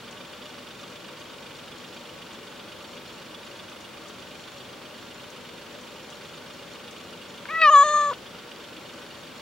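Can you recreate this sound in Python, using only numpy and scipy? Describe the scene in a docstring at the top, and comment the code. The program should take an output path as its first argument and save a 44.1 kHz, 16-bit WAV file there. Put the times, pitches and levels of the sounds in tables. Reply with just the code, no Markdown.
"""One meow over a running camera drive.

A camera drive rubs and whirrs three times per turn: gated friction noise rings its housing.
Motor hum (narrow noise lines), a steady high whine, shaped air noise and faint dry ticks lie around it.
Late on, a cat gives one close meow: lip clicks are ringing noise bursts; the voice is a harmonic sum
through moving mouth resonances. It swells, breaks upward twice and trails off in a small creak."""
import sys
import numpy as np
from scipy import signal
from scipy.fft import rfft, irfft, next_fast_len
from scipy.io import wavfile

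SR = 44100
rng = np.random.default_rng(int(sys.argv[2]) if len(sys.argv) > 2 else 0)


def int16_out(signal):
    """Quantize to a 16-bit WAV file."""
    q = np.round(np.clip(np.atleast_2d(signal).T, -1, 1) * 32767)
    wavfile.write(sys.argv[1], SR, q.astype(np.int16))


N = 414981
TIME = np.arange(N) / SR


def from_db(db):
    """Decibels to amplitude gain."""
    return 10 ** (np.asarray(db) / 20)


def rms_one(x):
    """Scale to rms 1."""
    return x / np.sqrt(np.mean(x ** 2) + 1e-20)


def in_time(rows, t):
    """Columns of a curve, interpolated linearly at times t."""
    s, *columns = np.transpose(rows)
    return [np.interp(t, s, c) for c in columns]


def at_hz(points, hz):
    """Read a spectrum on a log-frequency axis."""
    points_hz, values = np.transpose(points)
    return np.interp(np.log(np.maximum(hz, 1)), np.log(points_hz), values)


def drift(rate_hz, size):
    """Random wander, rms 1: white noise through a two-pole low-pass."""
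    r = np.exp(-2 * np.pi * rate_hz / SR)
    noise = rng.standard_normal(2 * size)
    wander = signal.lfilter([1], [1, -2 * r, r * r], noise)
    return rms_one(wander[size:])  # settled half


def resonate(x, hz, width_hz):
    """Two-pole resonance with about unity gain at its peak."""
    r = np.exp(-np.pi * width_hz / SR)
    zeros = np.array([1, 0, -1]) * (1 - r * r) / 2
    poles = [1, -2 * r * np.cos(2 * np.pi * hz / SR), r * r]
    return signal.lfilter(zeros, poles, x + 1e-18)


def stereo_noise(likeness):
    """White noise, partly shared by the two channels."""
    mid, side = rng.standard_normal((2, N))
    alike = np.clip(likeness, 0, 1)
    return np.sqrt((1 + alike) / 2) * mid + np.sqrt((1 - alike) / 2) * np.array([side, -side])


def panned(left_over_right_db):
    """Left and right gains for a level difference."""
    return from_db([[left_over_right_db / 2], [-left_over_right_db / 2]])


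def burst(hz, width_hz, decay_s):
    """Noise through two equal resonances, dying exponentially."""
    age_s = TIME[:SR // 10]
    noise = rng.standard_normal(len(age_s))
    ringing = resonate(resonate(noise, hz, width_hz), hz, width_hz)
    return rms_one(ringing) * np.exp(-age_s / decay_s)


def place(start_s, sound):
    """Put a short sound at its moment."""
    return np.pad(sound, (round(start_s * SR), N))[:N]


TURNS_PER_S = 7.95
# Uneven running. Each row: time in seconds, lag in seconds, stroke force in dB.
UNEVENNESS = [(0, -0.0017, 0.3), (1, -0.0042, 0.5), (2.5, -0.00049, -0.2), (3.6, -0.011, -0.2),
              (4.9, -.006, -1.6), (6.1, .006, -1), (7.6, .002, -0.9), (9.4, 0.0077, -1)]


def drive(strokes, modes, likeness, idle, uneven_db, grain_db, skew):
    """Friction swells at fixed places in each turn, sticks and slips, and rings the housing; rms 1."""
    lag_s, force_db = in_time(UNEVENNESS, TIME)
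    pressure = idle
    for start_s, length_s, db in strokes:
        age_s = (TIME - lag_s - start_s) % (1 / TURNS_PER_S)
        progress = np.clip(age_s / length_s, 0, 1)
        pressure = pressure + from_db(db + force_db) * np.sin(np.pi * progress ** abs(skew))
    slips = from_db(uneven_db * drift(8.5, size=N) + grain_db * drift(250, size=N))
    friction = stereo_noise(likeness) * pressure * slips
    ring = 0
    for k, (hz, width_hz, db) in enumerate(modes):
        ring = ring + (-1) ** k * from_db(db) * resonate(friction, hz, width_hz)  # alternating sign
    return rms_one(ring)


# Rubs in one turn. Each row: start in seconds, length in seconds, pressure in dB.
RUB_STROKES = [(-.003, .016, .5), (.038, .023, 1.5), (.0765, .021, 4)]
# Housing resonances under the rubs. Each row: centre in Hz, width in Hz, relative level in dB.
RUB_RESONANCES = [(1167, 110, 1), (1567, 260, -2), (2430, 145, 0.5), (2844, 54, 7), (3052, 98, 1.5),
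                  (3220, 41, 4.5), (3417, 30, 7), (3575, 31, 5), (3730, 78, 1.5), (4600, 160, -1.5),
                  (5800, 730, -13), (8100, 520, -19.5), (9230, 510, -18)]


def rubs(level_db=-50.5, pan_db=-2.5):
    """Short friction strokes over light idle contact ring the housing, a little to the right."""
    rubbing = drive(RUB_STROKES, RUB_RESONANCES, likeness=.85, idle=.2,
                    uneven_db=.2, grain_db=1.1, skew=.55)
    return from_db(level_db) * panned(pan_db) * rubbing


# Whirrs in one turn. Each row: start in seconds, length in seconds, pressure in dB.
WHIRR_STROKES = [(.018, 0.013, -2), (.057, 0.013, 1.5), (.108, 0.024, -5.5)]
# Housing resonances under the whirrs. Each row: centre in Hz, width in Hz, relative level in dB.
WHIRR_RESONANCES = [(4255, 170, 4), (5570, 87, 4.5), (6550, 260, -5), (6670, 90, -11), (7040, 110, 2)]


def whirr(level_db=-60.0, pan_db=4.0):
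    """Stronger idle friction, higher housing resonances, to the left."""
    whirring = drive(WHIRR_STROKES, WHIRR_RESONANCES, likeness=1.0, idle=0.62,
                     uneven_db=2.5, grain_db=3.0, skew=.8)
    return from_db(level_db) * panned(pan_db) * whirring


WHINE_HZ = 15734
# Motor hum and mount ring. Each row: centre in Hz, half the width of each filter pass in Hz,
# rms level before panning in dB.
HUM_LINES = [(75.5, 4, -74.5), (97.2, 3.6, -71.5), (176, 31, -64.5), (245.2, 12, -59.5),
             (319.5, 9.1, -60.5), (344, 4.5, -66.5), (492.2, 10, -60), (566.2, 7.6, -58.5), (598, 7, -60.5),
             (917.4, 15, -65.5), (1123, 15, -63), (1198, 14, -68.5), (1385, 13, -64), (1500, 11, -64)]


def motor(whine_db=-75, pan_db=4.5):
    """Wavering hum lines from narrowly filtered noise, plus a thin electronic sine whine."""
    shake = stereo_noise(likeness=0.96)
    hum = 0
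    for hz, half_width_hz, db in HUM_LINES:
        line = resonate(resonate(shake, hz, 2 * half_width_hz), hz, 2 * half_width_hz)
        hum = hum + from_db(db) * rms_one(line)
    whine = np.sqrt(2) * np.sin(2 * np.pi * WHINE_HZ * TIME)
    return hum * panned(pan_db) + from_db(whine_db) * whine


# Air and hiss spectrum. Each row: frequency in Hz, relative density in dB.
AIR_SPECTRUM = [(15, -50), (25, -22.5), (100, -6.5), (228, 0), (290, -4.5), (430, -1), (572, -2.5),
                (672, -7.5), (905, -6), (1820, -10.5), (3200, -9.5), (5090, -17), (8730, -25.5),
                (15800, -30)]
# Left-right likeness. Each row: frequency in Hz, correlation 0-1.
AIR_LIKENESS = [(60, 0.79), (130, 0.97), (290, 0.8), (640, 0.65), (1410, 0.81), (3100, 0.71), (6820, 0.19),
                (15000, 0.08)]
# Balance. Each row: frequency in Hz, left minus right in dB.
AIR_BALANCE = [(60, 2.5), (200, 0), (380, 3.5), (700, -0.5), (1290, -3), (2380, 0), (4400, .5), (8120, 5),
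               (15000, -1.5)]


def air(level_db=-44.0):
    """Steady shaped noise, shared by both channels in the bass and nearly separate in the treble."""
    size = next_fast_len(N)
    mid, side = rfft(rng.standard_normal((2, size)))
    hz = np.arange(len(mid)) * SR / size
    alike = np.clip(at_hz(AIR_LIKENESS, hz), 0, 1)
    signs = np.array([[1], [-1]])  # left, right
    field = np.sqrt(1 + alike) * mid + np.sqrt(1 - alike) * side * signs
    colour_db = at_hz(AIR_SPECTRUM, hz) + signs * at_hz(AIR_BALANCE, hz) / 2
    return from_db(level_db) * rms_one(irfft(field * from_db(colour_db), size)[:, :N])


# Faint dry ticks. Each row: start in seconds, relative level in dB.
TICK_TIMES = [(0.1108, -35), (0.9005, -39), (1.1973, -38), (2.3308, -38), (3.6967, -39), (3.8039, -39),
              (4.0838, -34), (5.3025, -34.5), (5.8104, -39), (6.102, -36), (6.2354, -41), (6.9089, -34.5)]


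def ticks(centre_hz=6000, width_hz=3000, decay_s=0.012, level_db=-14, pan_db=9.0):
    """Each tick is a broad, quickly dying noise burst, well to the left."""
    crackle = 0
    for start_s, db in TICK_TIMES:
        crackle = crackle + from_db(db + level_db) * place(start_s, burst(centre_hz, width_hz, decay_s))
    return crackle * panned(pan_db)


# Wet clicks of lips and tongue. Each row: start in seconds, level in dB, centre in Hz, decay in seconds.
CLICKS = [(7.455, -34, 1450, 0.0068), (7.486, -47, 2000, .005), (7.55, -35, 2080, 0.0028),
          (7.616, -17, 2300, 0.0022), (8.125, -41, 1500, 0.0033), (8.131, -36, 1400, 0.0048),
          (8.134, -38, 3300, 0.0087)]


def lips(width_hz=1400):
    """Each parting or closing of the lips is a tiny burst that rings in the mouth."""
    clicks = 0
    for start_s, db, hz, decay_s in CLICKS:
        clicks = clicks + from_db(db) * place(start_s, burst(hz, width_hz, decay_s))
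    return clicks


SNAP_S, PITCH_FALL_POWER = .006, 1.7  # pitch sinks slowly at first, faster at the end
THIN_EASE_DB_PER_S = 35
# Upward breaks into a thin register. Each row: start in seconds, jump in Hz, pitch sink in seconds,
# initial loss in dB, thin time in seconds, its final filling-out part in seconds.
VOICE_BREAKS = [(7.698, 56.8, .061, 9.5, 0.047, 0.032), (7.83, 34.15, .32, 10.5, .114, 0.0066)]


def breaks(t):
    """How far the breaks lift the pitch (Hz) and thin the voice (dB)."""
    lift_hz = thin_db = 0
    for start_s, jump_hz, sink_s, loss_db, thin_s, fill_s in VOICE_BREAKS:
        age_s = t - start_s
        snap = np.clip(age_s / SNAP_S, 0, 1)
        sunk = np.clip(age_s / sink_s, 0, 1) ** PITCH_FALL_POWER
        lift_hz = lift_hz + snap * jump_hz * (1 - sunk)
        thin = np.clip((thin_s - age_s) / fill_s, 0, 1)
        thin_db = thin_db + snap * (loss_db - THIN_EASE_DB_PER_S * age_s) * thin
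    return lift_hz, thin_db


USUAL_EFFORT_DB = -19
# In the thin voice the upper resonances keep part of their level, and the fundamental grows
# stronger, by these shares of the loss.
THIN_UPPER_SHARE, THIN_FUNDAMENTAL_SHARE = 0.75, 0.35
THIN_RAISE_HZ_PER_DB = 20.5  # tight throat raises the first resonance
FUNDAMENTAL_FOLLOWS = .25  # share of the swell in dB
# Leakage between the resonances.
LEAK_DB, LEAK_HZ, LEAK_DB_PER_OCTAVE = -51.5, 2400, -1.5
# Jaw glide. Each row: time in seconds, opening from 0 (barely parted) to 3 (wide open).
JAW_OPENING = [(7.495, .45), (7.53, 0.55), (7.56, 0), (7.61, 0.94), (7.68, 1.53), (7.76, 2.5), (8.04, 3),
               (8.12, 2.42)]
# Mouth shapes for openings 0, 1, 2, 3. Each row: first, second, top and nose resonance in Hz,
# second, top and nose level relative to the first in dB, fundamental level at usual effort in dB.
SHAPES = [(1090, 1770, 5200, 4000, 5.5, -48, -26, -56.5), (1646, 2430, 4100, 3990, -8, -33.5, -21.5, -32),
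          (908, 3000, 6900, 3630, -27.5, -33, -37, -34), (1290, 3620, 6830, 4230, -25, -22.5, -28.5, -35)]
# Nominal widths of the first, second, top and nose resonance, in Hz.
RESONANCE_WIDTHS_HZ = [770, 960, 1800, 1200]


def mouth(hz, t, effort_db, thin_db):
    """Gain and phase of each harmonic; the jaw moves all resonances together."""
    jaw, = in_time(JAW_OPENING, t)
    openings = np.arange(len(SHAPES))
    shape = [np.interp(jaw, openings, column) for column in np.transpose(SHAPES)]
    *centres_hz, second_db, top_db, nose_db, fundamental_db = shape
    centres_hz[0] = centres_hz[0] + THIN_RAISE_HZ_PER_DB * thin_db
    upper_db = [db + THIN_UPPER_SHARE * thin_db for db in (second_db, top_db, nose_db)]
    power = from_db(LEAK_DB + LEAK_DB_PER_OCTAVE * np.log2(hz / LEAK_HZ)) ** 2
    turn = 0
    for centre_hz, db, width_hz in zip(centres_hz, [0] + upper_db, RESONANCE_WIDTHS_HZ):
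        detune = (hz ** 2 - centre_hz ** 2) / (hz * width_hz)
        # steep skirts keep the valleys dark
        power = power + (from_db(db) / (1 + detune ** 2) ** 2) ** 2
        turn = turn - np.arctan(detune)
    # effort sets the summed level from the second harmonic up
    gains = np.sqrt(power / power[1:].sum(axis=0)) * from_db(effort_db - thin_db)
    swell_db = FUNDAMENTAL_FOLLOWS * (effort_db - USUAL_EFFORT_DB)
    gains[0] = from_db(fundamental_db + swell_db + THIN_FUNDAMENTAL_SHARE * thin_db)
    return gains, turn


MEOW_START_S, MEOW_END_S = 7.486, 8.135
# Roughness 0-1 at usual effort, its maximum, dB of roughness lost per dB of effort.
ROUGH, ROUGH_MOST, ROUGH_PER_DB = .06, .6, 1.2
TREMBLE_SHARE, TREMBLE_HZ = .004, 35  # share of the pitch, while a break lifts it
# Pitch before the breaks lift it, from scoop to closing creak. Each row: time in seconds, pitch in Hz.
PITCH_ARCH = [(7.492, 549), (7.512, 633.4), (7.556, 652.3), (7.622, 645), (7.696, 564.8), (8.108, 567.6),
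              (8.116, 472), (8.126, 496), (8.135, 760)]
# One swell and a long fade. Each row: time in seconds, effort in dB.
EFFORT_SWELL = [(7.486, -33.5), (7.53, -31), (7.558, -24.4), (7.612, -25.5), (7.62, -15), (7.75, -9),
                (7.828, -12.5), (7.94, -17), (8.105, -25.5), (8.126, -34.5)]


def meow(jitter=0.016, shimmer=0.22, flutter_db=2.9, rasp_db=-13, fade_s=0.004):
    """Harmonics of the vocal folds pass through the moving resonances of the mouth."""
    span = (TIME >= MEOW_START_S) & (TIME <= MEOW_END_S)
    t = TIME[span]
    size = len(t)
    arch_hz, = in_time(PITCH_ARCH, t)
    effort_db, = in_time(EFFORT_SWELL, t)
    lift_hz, thin_db = breaks(t)
    # a weak voice is rough
    rough = np.clip(ROUGH * from_db(ROUGH_PER_DB * (USUAL_EFFORT_DB - effort_db)), 0, ROUGH_MOST)
    tremble = TREMBLE_SHARE * drift(TREMBLE_HZ, size) * (lift_hz > 0)
    unsteady = tremble + jitter * np.sqrt(rough) * drift(140, size)
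    pitch_hz = (arch_hz + lift_hz) * (1 + unsteady)
    phase = 2 * np.pi * np.cumsum(pitch_hz) / SR
    order = np.arange(1, 18)[:, None]
    gains, turn = mouth(order * pitch_hz, t, effort_db, thin_db)
    # flutter grows up to the eighth harmonic
    wander = np.array([drift(45, size) for _ in order])
    gains = gains * from_db(flutter_db * np.minimum(order / 8, 1) ** 2 * wander)
    voice = np.sqrt(2) * (gains * np.cos(order * phase + turn)).sum(axis=0)
    voice = voice * (1 + shimmer * rough * drift(250, size))
    # air rushes through the folds once a cycle
    puffs = rng.standard_normal(size) * (1 + np.cos(phase))
    rasp = rms_one(resonate(puffs, 1350, 700) + resonate(puffs, 2600, 1500))
    voice = voice + rasp * rough * from_db(effort_db - thin_db + rasp_db)
    out = np.zeros(N)
    out[span] = voice * np.clip(np.minimum(t - t[0], t[-1] - t) / fade_s, 0, 1)
    return out


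def outdoors(x, pan_db=2.5, lead_s=.00004):
    """Cat a little to the left, no echo: the right channel is weaker and later."""
    return np.array([x, np.interp(TIME - lead_s, TIME, x)]) * panned(pan_db)


def scene():
    """The cat over the air and the running camera."""
    camera = rubs() + whirr() + motor()
    cat = outdoors(lips() + meow())
    return camera + air() + ticks() + cat


def record(dry):
    """Steep elliptic low-pass at 15.9 kHz: 0.1 dB ripple, 80 dB stop band."""
    return signal.sosfilt(signal.ellip(12, .1, 80, 15900, fs=SR, output="sos"), dry)


dry = scene()
out = record(dry)
int16_out(out)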